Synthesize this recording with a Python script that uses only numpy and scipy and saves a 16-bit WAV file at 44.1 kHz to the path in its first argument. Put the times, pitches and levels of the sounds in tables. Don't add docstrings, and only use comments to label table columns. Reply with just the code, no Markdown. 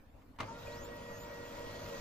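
import sys
import numpy as np
from scipy import signal
from scipy.io import wavfile
from scipy.ndimage import uniform_filter1d

SR = 44100
rng = np.random.default_rng(int(sys.argv[2]) if len(sys.argv) > 2 else 0)


def boost_factor(decibels):
    exponent = np.asarray(decibels, float) / 20
    return 10 ** exponent


def waveform_to_disk(signal):
    frames = np.transpose(np.atleast_2d(signal))
    scaled = np.clip(frames, -1, 1) * 32767
    samples = np.round(scaled).astype(np.int16)
    wavfile.write(sys.argv[1], SR, samples)


N = 88552
T = np.arange(N) / SR
POWER_ON_S = 0.388
MIC_EDGE_HZ = 15420


def evened(x):
    return x / np.sqrt(np.mean(x ** 2) + 1e-20)


def read(points, hz):
    f, value = np.transpose(points)
    return np.interp(np.log(hz + 1), np.log(f + 1), value)


def curve(points, axis=1):
    return np.interp(T, np.array(points)[:, 0], np.array(points)[:, axis])


def ramp(start_s, length_s):
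    return np.clip((T - start_s) / length_s, 0, 1)


def wander(hz):
    rates = np.geomspace(hz / 8, hz, 12)
    return evened(sum(np.sin(2 * np.pi * (f * T + rng.random())) / np.sqrt(f) for f in rates))


def drifting(grid, bins):
    return evened(uniform_filter1d(uniform_filter1d(grid, bins, 0), 8, 1))


# (frequency [Hz], left-right level [dB])
LEFT_TILT = [(60, -2.5), (130, 0.5), (290, 0.5), (640, 5), (1400, -1.5), (3080, 1), (6770, -4), (14900, 4)]
# (frequency [Hz], phase lead [rad])
LEFT_LEAD = [(60, 0.3), (170, 0), (280, 0.2), (430, 0.94), (1000, 0.98), (2000, 1.23), (5000, 1.63),
             (15000, 1.5)]


def noise(db_of, same, patchy_db, placed=True):
    hz = np.fft.rfftfreq(1024, 1 / SR)
    a, b, c, d, patches = rng.standard_normal((N // 256 + 5, 513, 5)).T
    patches = drifting(patches, 8)
    shared = np.clip(read(same, hz), 0, 1)[:, None]
    left = a + 1j * b
    right = shared * left + np.sqrt(1 - shared ** 2) * (c + 1j * d)
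    side = boost_factor(read(LEFT_TILT, hz) / 2) * np.exp(.5j * read(LEFT_LEAD, hz))
    side = side[:, None] ** placed
    colour = boost_factor(db_of(hz)[:, None] + patchy_db * patches)
    z = np.array([left * side, right / side]) * colour
    return evened(signal.istft(z, nperseg=1024, noverlap=768)[1][:, :N])


def tone(hz, db, pan_db, lead):
    turn = 2 * np.pi * (np.cumsum(hz) / SR + rng.random())
    left = boost_factor(pan_db / 2) * np.sin(turn + lead / 2)
    right = boost_factor(-pan_db / 2) * np.sin(turn - lead / 2)
    return np.sqrt(2) * boost_factor(db) * np.array([left, right])


def running():
    return ramp(POWER_ON_S, 0.02)


def speed():
    slip, catch_up_s = .15, .065
    return 1 - slip * np.exp(-np.maximum(T - .42, 0) / catch_up_s)


# (frequency [Hz], density [dB per Hz])
ROOM_COLOUR = [(12, -8), (36, -25.5), (56, -6), (85, -17.5), (176, -29.5), (272, -19), (340, -36),
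               (500, -27), (2930, -47.5), (9000, -60.5), (14000, -55.5)]
# (frequency [Hz], left-right likeness [0-1])
ROOM_LIKENESS = [(60, 0.77), (240, 0.98), (940, 0.24), (3750, 0.084), (14900, 0.045)]


def room():
    level = boost_factor(-57 + 0.5 * wander(6.8))
    return level * noise(lambda f: read(ROOM_COLOUR, f), ROOM_LIKENESS, patchy_db=-3.0, placed=False)


# (order [multiple of shaft speed], level [dB])
FAN_ORDERS = [(1, -64), (2, -61.5), (3, -66), (4, -70), (5, -67), (6, -68.5), (7, -69.5)]


def fan():
    shaft_hz, wobble_db = 51.73, 2.5
    hz, out = shaft_hz * speed(), 0
    for order, db in FAN_ORDERS:
        pan_db, lead = read(LEFT_TILT, order * shaft_hz), read(LEFT_LEAD, order * shaft_hz)
        out = out + tone(order * hz, db + wobble_db * wander(9.14), pan_db, lead)
    return running() * out


# (frequency [Hz], width [Hz], level [dB])
PANELS = [(238.5, 40, 8), (627.6, 44, 8.5), (1300, 270, -11)]


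def case_db(hz):
    power = sum(boost_factor(db) ** 2 / (1 + (2 * (hz - f) / width) ** 2) ** 2 for f, width, db in PANELS)
    return 10 * np.log10(power)


# (frequency [Hz], density [dB per Hz])
RUMBLE_COLOUR = [(35, -37), (55, -27), (80, -7), (120, -9), (420, -12), (520, -6), (751, -15.5), (1000, -9),
                 (1800, -29.5), (3000, -47)]
# (time [s], level [dB])
GEAR_EFFORT = [(0.47, -46.5), (0.66, -51.5), (0.67, -49.5), (1.082, -50), (1.116, -46), (1.156, -49.5),
               (1.982, -47), (2.0, -49.5)]
# (frequency [Hz], density [dB per Hz])
AIR_COLOUR = [(710, -52), (1200, -2.5), (1500, -4), (5220, -13), (7200, -16.5), (7900, -28), (9000, -30.5),
              (14300, -34.5), (15400, -52)]
# (frequency [Hz], left-right likeness [0-1])
LIKENESS = [(60, 1), (150, 0.88), (300, 0.99), (600, 0.64), (1200, 0.19), (2500, 0.91), (5000, 0.31),
            (14000, 0.22)]


def rumble_and_air():
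    effort = boost_factor(curve(GEAR_EFFORT) + 48.5)
    rumble = boost_factor(-52) * noise(lambda f: read(RUMBLE_COLOUR, f), LIKENESS, patchy_db=2.0)
    panels = boost_factor(-57.5) * noise(case_db, LIKENESS, patchy_db=-0.1)
    air = boost_factor(-58.5) * noise(lambda f: read(AIR_COLOUR, f), LIKENESS, patchy_db=-2.95)
    return running() * (effort * (rumble + panels) + air)


# (time [s], level [dB])
SHEET_CONTACT = [(.58, -9.5), (.7, -5), (.95, -14.5), (1.4, -6), (1.7, -2), (1.87, 0), (2.01, 2.5)]


def sizzle():
    centre_hz, width_hz = 14250, 800
    band = noise(lambda f: -20 * np.log10(1 + (2 * (f - centre_hz) / width_hz) ** 2), LIKENESS, patchy_db=4.0)
    db = -69 + 0.59 * curve(SHEET_CONTACT) + 1.5 * wander(22)
    return boost_factor(db) * ramp(.53, 0.016) * band


# (frequency [Hz], density [dB per Hz])
PAPER_COLOUR = [(710, -48), (1200, 0), (1780, -8.5), (2250, -4), (5000, -7.5), (7300, -12.5), (8000, -24.5),
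                (14100, -24), (15300, -14.5)]


def paper():
    grain = boost_factor(1.3 * evened(uniform_filter1d(rng.standard_normal(N), 200)))
    rub = noise(lambda f: read(PAPER_COLOUR, f), LIKENESS, patchy_db=2.0)
    return (T > SHEET_CONTACT[0][0]) * boost_factor(-53.5 + curve(SHEET_CONTACT)) * grain * rub


# (time [s], length [s], frequency [Hz], level [dB])
PANEL_RINGS = [
    (.485, .06, 905, -60),
    (.545, .065, 1400, -58),
    (.664, .03, 2460, -57),
]


def rings():
    out = 0
    for s, length, hz, db in PANEL_RINGS:
        swell = np.sin(np.pi * ramp(s, length) ** .7)
        out = out + swell * tone(hz + 0 * T, db, 0, .6)
    return out


# (time [s], whine [Hz])
MIRROR_PITCH = [(.63, 1300), (.672, 2400), (.74, 4290), (.82, 6460), (.86, 7330), (.962, 9460),
                (1.102, 12070), (1.23, 14250), (1.32, 15750)]
# (order [multiple of whine], level [dB], heard from [s])
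WHINE_ORDERS = [(1 / 2, -3, 1.12), (1, 0, .635), (3 / 2, -6, .915), (2, -4, .775), (3, -8, .73)]
# (frequency [Hz], level [dB])
HOUSING_DB = [(1900, -70), (2450, -62), (3000, -69), (3800, -64), (5000, -67), (6300, -66), (7100, -61),
              (7800, -84), (11000, -80), (13000, -73), (14250, -65), (14700, -74), (15500, -76)]


def mirror():
    gain_db, ripple_db, fuzz_hz = 2.5, 2, 45
    hz, out = curve(MIRROR_PITCH), 0
    for order, db, from_s in WHINE_ORDERS:
        heard = (order * hz < MIC_EDGE_HZ) * ramp(from_s, .025) * (T < MIRROR_PITCH[-1][0])
        ripple = boost_factor(gain_db + ripple_db * np.array([wander(80), wander(80)]))
        whine = tone(order * hz + fuzz_hz * wander(150), db + read(HOUSING_DB, order * hz), -1.5, 1.2)
        out = out + heard * ripple * whine
    return out


# (order [multiple of tooth rate], level [dB], mesh [load column, 0 = none],
# left-right level [dB], left lead [rad])
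GEAR_ORDERS = [
    (.25, -.5, 2, -11, 0.91),
    (.294, .5, 4, 5.5, 0.7),
    (.3122, -59.5, 0, -1, 0.15),
    (.4995, 1.5, 3, 5.5, 0.99),
    (.749, -73, 0, -14, 1),
    (1.0, 5, 1, 1, -1.4),
    (1.769, -76, 0, -1, 0.46),
]
# (time [s], motor pinion [dB], drum [dB], idler [dB], roller [dB])
MESH_LOAD = [(0.62, -70, -62, -60, -72), (0.704, -61, -52, -66, -55), (0.758, -64, -55, -63, -75),
             (0.808, -62, -59, -63, -57), (0.858, -77, -62, -59, -61), (0.93, -60, -52, -67, -65),
             (1.008, -66, -62, -60, -61), (1.142, -60, -53, -69, -62), (1.188, -69, -64, -63, -54),
             (1.226, -69, -58, -59, -70), (1.334, -59, -53, -64, -56), (1.392, -64, -58, -64, -65),
             (1.606, -66, -57, -61, -56), (1.722, -61, -56, -68, -64), (1.756, -59, -58, -72, -56),
             (1.838, -71, -57, -60, -59), (1.946, -60, -56, -69, -53), (2.0, -64, -60, -65, -68)]


def gears():
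    tooth_hz = 1899.5 * speed()
    out = 0
    for order, db, mesh, pan_db, lead in GEAR_ORDERS:
        low = order < .6
        load_db = curve(MESH_LOAD, axis=mesh) if mesh else 1.1 * wander(6.46)
        if mesh in (1, 2):
            load_db = load_db - 6 * np.clip((.64 - T) / .15, 0, 1)
        hz = order * tooth_hz * (1 + .006 * low * wander(10))
        wobble_db = 1.5 * 2.2 ** low * wander(30)
        out = out + tone(hz, db + load_db + wobble_db, pan_db, lead)
    return ramp(.41, 0.043) * out


# (frequency [Hz], level [dB], t60 [s])
LATCH_MODES = [(106, -2.5, 0.16), (272, 2, 0.032), (424, -13, 0.05), (633, 2.5, 0.064), (1010, -11, 0.048),
               (1190, 3, 0.055), (2097, 0, 0.11)]


def latch_ring(t, burst, bright):
    short = t[:1500]
    rattle = rng.standard_normal((3, 1500))[0]
    knock = rattle * np.minimum(short / 0.0011, 1) * np.exp(-short / burst)
    modes = 0
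    for hz, db, t60 in LATCH_MODES:
        tilt = (hz / 1000) ** (bright - 1)
        modes = modes + boost_factor(db - 60 * t / t60) * tilt * np.sin(2 * np.pi * hz * t)
    return signal.fftconvolve(knock, modes)[:6000]


# (frequency [Hz], density [dB per Hz])
CRASH_COLOUR = [(88, -30), (150, -21), (636, -12), (900, 0), (1180, 0), (1700, -14), (2100, -7), (2270, -9),
                (15000, -44)]
# (frequency [Hz], t60 [s])
CRASH_DECAY = [(200, 0.067), (1000, 0.021), (4000, 0.12), (12000, 0.036)]


def loose_parts(t, burst, bright):
    shake = rng.standard_normal((3, 6000))
    hz, at, z = signal.stft(shake[0] + 1.2 * shake[1:], SR, nperseg=128)
    colour = read(CRASH_COLOUR, hz) + 20 * (bright - 1) * np.log10(hz / 1000 + 0.014)
    decay = 60 * np.maximum(at - burst, 0) / read(CRASH_DECAY, hz)[:, None]
    crash = signal.istft(z * boost_factor(colour[:, None] - decay), SR, nperseg=128)[1][:, :6000]
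    rattle = boost_factor(2.7 * evened(uniform_filter1d(shake[0, ::-1], 60)))
    return crash * np.minimum(t / 0.0022, 1) * rattle


# (time [s], level [dB], burst [s], brightness [exponent])
CLACK_EVENTS = [
    (.216, -71, 0.0035, 0.89),
    (.359, -77, 0.0038, 2.2),
    (0.3858, -47.5, 0.014, 0.86),
    (0.4012, -38, 0.0076, 1),
    (.412, -49.5, 0.024, 0.24),
    (0.429, -46.5, .012, 0.23),
    (1.855, -55.5, 0.0057, 0.96),
]


def clacks():
    out, t = np.zeros((2, N + 12000)), T[:6000]
    for s, db, burst, bright in CLACK_EVENTS:
        ring = latch_ring(t, burst, bright)
        crash = loose_parts(t, burst, bright)
        hit = crash / np.std(crash[:, :600]) + boost_factor(-2.5) * ring / np.std(ring[:600])
        out[:, round(s * SR):][:, :6000] += boost_factor(db) * hit
    return out[:, :N]


def scene():
    rubbing = room() + rumble_and_air() + sizzle() + paper()
    return rubbing + gears() + fan() + mirror() + clacks() + rings()


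def thinned(x):
    hz, at, z = signal.stft(x, SR, nperseg=1024)
    draw = rng.standard_normal((2, len(hz), len(at)))
    patches = drifting(draw[0], 6)
    depth_db = 7.5 * np.clip((hz - 5200) / 2400, 0, 1)[:, None]
    top_hz = 14750 + 350 * evened(uniform_filter1d(draw[1, 0], 5))
    top = (hz > top_hz[:, None]).T & (at > POWER_ON_S + .05)
    level = uniform_filter1d(abs(z).mean(0), 5, 0)
    weak = level < 3 * np.median(level, axis=1)[:, None]
    gain_db = weak * (depth_db * np.minimum(patches, .7) - 25 * top)
    return signal.istft(z * boost_factor(gain_db), SR, nperseg=1024)[1][:, :N]


def top_cut(x):
    return signal.sosfilt(signal.butter(12, 15470, fs=SR, output="sos"), x)


def record(dry):
    low_pass = signal.firwin(511, MIC_EDGE_HZ, window=("kaiser", 9), fs=SR)
    mix = signal.oaconvolve(thinned(dry), low_pass[None], "same")
    return top_cut(mix)


dry = scene()
out = record(dry)
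waveform_to_disk(out)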